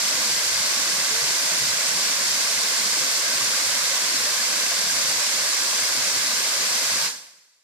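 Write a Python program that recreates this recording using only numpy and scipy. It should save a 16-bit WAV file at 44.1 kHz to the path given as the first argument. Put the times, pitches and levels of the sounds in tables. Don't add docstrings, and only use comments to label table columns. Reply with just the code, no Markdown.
import sys
import numpy as np
from scipy import signal
from scipy.fft import rfft, irfft
from scipy.io import wavfile
from scipy.ndimage import uniform_filter1d

SR = 44100
rng = np.random.default_rng(int(sys.argv[2]) if len(sys.argv) > 2 else 0)


def generate_wav(sig):
    pcm = np.round(np.clip(np.atleast_2d(sig).T, -1, 1) * 32767).astype(np.int16)
    wavfile.write(sys.argv[1], SR, pcm)


N = 336483
TIME = np.arange(N) / SR
FREQ = np.maximum(np.arange(N // 2 + 1) * SR / N, 1)

# peak_s, level_db
BREEZE_GUSTS = [(.55, -54.5), (6.2, -65)]
# freq_hz, gain_db
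BREEZE_EQ = [(20, -22), (45, -18), (85, 3), (130, -16), (300, -45), (1000, -90)]
# time_s, pitch_hz, level_db
NOTE_GLIDE = [(1.07, 440, -75), (1.115, 438, -42.5), (1.15, 448, -45), (1.19, 472, -44.5),
              (1.235, 480, -43), (1.28, 465, -75)]
# peak_s, pitch_hz, peak_db
AIR_POCKETS = [(.127, 2570, -31), (.62, 86, -53.5), (.771, 256, -42), (.80, 100.4, -54), (0.987, 183, -47),
               (1.15, 95, -55), (1.527, 167, -47), (1.615, 132, -51), (1.70, 110, -51.5), (2.08, 105, -58),
               (2.301, 100, -59), (2.806, 217, -45), (2.859, 200, -44), (2.94, 115, -48.5),
               (3.008, 151, -47), (3.023, 510, -37), (3.309, 125, -53), (3.412, 1180, -31),
               (3.46, 101, -53), (3.541, 1560, -26.5), (3.67, 90, -57), (4.03, 100, -55), (4.153, 270, -42),
               (4.2, 100, -53), (4.27, 581, -34), (4.535, 316, -46), (4.564, 1410, -33), (4.719, 680, -36),
               (4.88, 105, -53.5), (5.732, 1070, -31), (5.80, 100, -60), (5.979, 142, -47),
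               (5.986, 254, -41), (6.158, 288, -44), (6.766, 104, -57), (6.932, 109, -50.5),
               (7.03, 170, -47)]
# centre_s, half_length_s, depth_db
BASS_DIPS = [(.73, 0.018, 8), (1.055, 0.032, 17), (1.833, .035, 11), (2.472, 0.044, 8), (2.74, 0.03, 11),
             (3.603, .04, 6), (4.397, .03, 6), (4.68, .06, 10), (5.267, .03, 10)]
# freq_hz, gain_db
WATER_EQ = [(22, -53), (45, -39), (85, -33.5), (140, -28), (230, -22), (380, -28.5), (510, -24.5),
            (580, -25), (680, -24.5), (800, -26.5), (1130, -23.5), (1330, -23.5), (1560, -20),
            (1830, -19.5), (2030, -17.5), (3200, -17), (4300, -16.6), (9000, -25.7), (14300, -28)]
# freq_hz, left_db, right_db
PORT_EQ = [(60.0, 6, -1), (200.0, -2, -2), (890, 1.15, 1.4), (1560, 3, -2.5), (2490, -2.5, -3),
           (3180, -7.5, -2.5), (4010, -2, -1.3), (4640, 5.5, -0.5), (5560, 4.5, 5.5), (7040, -2, 8),
           (8300, -4, 8), (9870, -0.5, 2.1), (12700.0, -3, 0), (14700, -2, -7)]
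# freq_hz, coherence_0_to_1, left_lead_rad
STEREO_IMAGE = [(40.0, 0.1, -0.5), (200.0, 0.65, -0.2), (405, 0.57, 0.15), (593, 0.89, 0.43),
                (785, 0.81, 0.74), (1070, 0.78, 0.67), (1320, 0.72, -0.9), (2080, 0.33, -1.08),
                (3050, 0.24, -2.5), (3800, 0.25, -0.4), (4990, 0.2, -2), (6750, 0.3, -3),
                (9300.0, 0.1, -1.9), (13000.0, 0.12, -4)]
# time_s, left_minus_right_db
HAND_TURN = [(0, 0.3), (1.9, -.25), (4.2, 0), (5.8, 0.1), (7.1, 0.5)]
# freq_hz, threshold_db
GATE_THRESHOLD = [(30, 2), (80, 2), (130, -2), (200, -8), (380, -4), (520, -5), (900, -30)]


def undb(db):
    return 10 ** (np.asarray(db) / 20)


def unit(x):
    return x / np.sqrt(np.mean(x ** 2))


def over_time(table):
    times, *columns = np.transpose(table)
    return [np.interp(TIME, times, column) for column in columns]


def over_pitch(table):
    hz, *columns = np.transpose(table)
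    return [np.interp(np.log(FREQ), np.log(hz), column) for column in columns]


def wander(rate):
    steps = rng.standard_normal(int(4 * rate * N / SR) + 8)
    steps = uniform_filter1d(uniform_filter1d(steps, size=2), size=2)
    return unit(np.interp(TIME * 4 * rate, np.arange(len(steps)), steps))


def hit_gain(draw, spread_db, cap=6):
    return undb(spread_db * np.minimum(-np.log(1 - draw), cap))


def breeze(rise_s=0.66, fall_s=0.15):
    eddies = irfft(rfft(rng.standard_normal((2, N))) * undb(over_pitch(BREEZE_EQ)[0]), N)
    force = 0
    for peak_s, level_db in BREEZE_GUSTS:
        width_s = np.where(TIME < peak_s, rise_s, fall_s)
        force += undb(level_db) * np.exp(-((TIME - peak_s) / width_s) ** 2)
    flutter = undb(3 * wander(rate=16.5))
    return unit(eddies * flutter) * force


def faint_note():
    pitch_hz, level_db = over_time(NOTE_GLIDE)
    sounding = (TIME > NOTE_GLIDE[0][0]) & (TIME < NOTE_GLIDE[-1][0])
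    return np.sqrt(2) * np.sin(2 * np.pi * np.cumsum(pitch_hz) / SR) * undb(level_db) * sounding


def air_pockets(rise=0.03):
    out = np.zeros(N)
    for peak_s, pitch_hz, peak_db in AIR_POCKETS:
        swell_s = 0.0209 * (250 / pitch_hz) ** 0.65
        near = abs(TIME - peak_s) < 6 * swell_s
        age = np.maximum((TIME[near] - peak_s) / swell_s + 1, 0)
        turns = pitch_hz * swell_s * (age + rise * (age - 1) ** 2 / 2) + rng.random()
        envelope = (age * np.exp(1 - age)) ** 2
        out[near] += undb(peak_db) * envelope * np.sin(2 * np.pi * turns)
    return out


def drops(rate, spread_db):
    when, size, polarity = rng.random((int(rate * N / SR), 3)).T
    clicks = hit_gain(size, spread_db) * np.sign(polarity - 0.5)
    return unit(np.bincount((when * N).astype(int), clicks, N))


def slaps(rate, decay_s, spread_db):
    when, size = rng.random((int(rate * N / SR), 2)).T
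    hits = np.bincount((when * N).astype(int), hit_gain(size, spread_db, cap=4) ** 2, N)
    power = signal.lfilter([1], [1, -np.exp(-1 / (decay_s * SR))], hits + 1e-12)
    return unit(rng.standard_normal(N) * np.sqrt(power))


def bubbles(rate, low_hz, high_hz, cycles, rise, spread_db, samples=1024):
    when, pitch, size, polarity = rng.random((int(rate * N / SR), 4)).astype(np.float32).T[:, :, None]
    hz = low_hz * (high_hz / low_hz) ** pitch
    age = hz * np.arange(samples, dtype=np.float32) / SR / cycles
    ring = np.exp(-np.pi * age) * np.sin(2 * np.pi * cycles * age * (1 + rise * age / 2))
    strength = hit_gain(size, spread_db) * np.sign(polarity - 0.5) * hz
    place = (when * N).astype(int) + np.arange(samples)
    return unit(np.bincount(place.ravel(), (strength * ring).ravel(), N)[:N])


def surge(spectrum, heave_db, bass_reach_octaves=0.5):
    surge_db = 0.09 * wander(rate=6)
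    dip_db = sum(db * np.exp(-((TIME - centre_s) / half_s) ** 2) for centre_s, half_s, db in BASS_DIPS)
    octave = np.log2(np.clip(FREQ / 125, 1, 2 ** 7))
    out = np.zeros(N)
    for k in range(8):
        band = irfft(spectrum * np.maximum(1 - abs(octave - k), 0), N)
        flicker_db = 0.35 * wander(rate=14)
        bass_db = (heave_db - dip_db) * np.exp(-k / bass_reach_octaves)
        out += band * undb(surge_db + flicker_db + bass_db)
    return rfft(out)


def splash(heave_db):
    spray = rng.standard_normal(N)
    patter = undb(-9.5) * drops(rate=5000, spread_db=2.5)
    spatter = undb(-11.5) * slaps(rate=110, decay_s=0.0063, spread_db=2.0)
    froth = undb(-14.5) * bubbles(rate=380, low_hz=523, high_hz=3493, cycles=33, rise=0.065, spread_db=2)
    fizz = undb(-11.5) * bubbles(rate=600, low_hz=3013, high_hz=11005, cycles=123, rise=0.01, spread_db=1)
    glugs = undb(-21) * bubbles(rate=85, low_hz=104.8, high_hz=401.3, cycles=15.4, rise=0.065,
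                                spread_db=0.26, samples=8192)
    low_shelf = np.interp(FREQ, [250, 520], [0.45, 1])
    rush = low_shelf * rfft(unit(spray + patter + spatter + froth + fizz))
    return surge(rush + rfft(glugs), heave_db)


def rock_echo(delay_s, gain, dull_hz):
    return 1 + gain / (1 + (FREQ / dull_hz) ** 4) * np.exp(-2j * np.pi * FREQ * delay_s)


def waterfall(trim_db=-0.22):
    coherence, left_lead_rad = over_pitch(STEREO_IMAGE)
    heave_db = 1.5 * wander(rate=18)
    mid = np.sqrt((1 + coherence) / 2) * splash(heave_db)
    side = np.sqrt((1 - coherence) / 2) * splash(heave_db)
    stereo = np.array([(mid + side) * np.exp(1j * left_lead_rad), mid - side])
    colour = undb(over_pitch(WATER_EQ)[0] + np.array(over_pitch(PORT_EQ)))
    echo = rock_echo(delay_s=0.001904, gain=0.21, dull_hz=2240)
    balance_db, = over_time(HAND_TURN)
    pan = undb(np.array([balance_db, -balance_db]) / 2)
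    return undb(trim_db) * pan * irfft(stereo * colour * echo, N)


def scene():
    return waterfall() + air_pockets() + breeze() + faint_note()


def wind_suppressor(x, depth_db, frame=1700):
    hz, _, bands = signal.stft(x, SR, nperseg=frame)
    power = uniform_filter1d(abs(bands.mean(axis=0)) ** 2, size=3, axis=-1)
    power = uniform_filter1d(power, size=3, axis=-2)
    threshold_db = np.interp(hz, FREQ, over_pitch(GATE_THRESHOLD)[0])[:, None]
    threshold = power.mean(axis=-1, keepdims=True) * undb(threshold_db) ** 2
    closed = 1 / (1 + (power / threshold) ** 6)
    return signal.istft(bands * undb(-depth_db * closed), SR, nperseg=frame)[1][:, :N]


def record(dry, fade_start_s=7.06, fade_scale_s=0.14, top_hz=14500):
    gated = wind_suppressor(dry, depth_db=12)
    fade = (1 + np.maximum(TIME - fade_start_s, 0) / fade_scale_s) ** -3.05
    high_cut = signal.ellip(12, 0.1, 80, top_hz, fs=SR, output="sos")
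    return signal.sosfilt(high_cut, gated * fade)


dry = scene()
out = record(dry)
generate_wav(out)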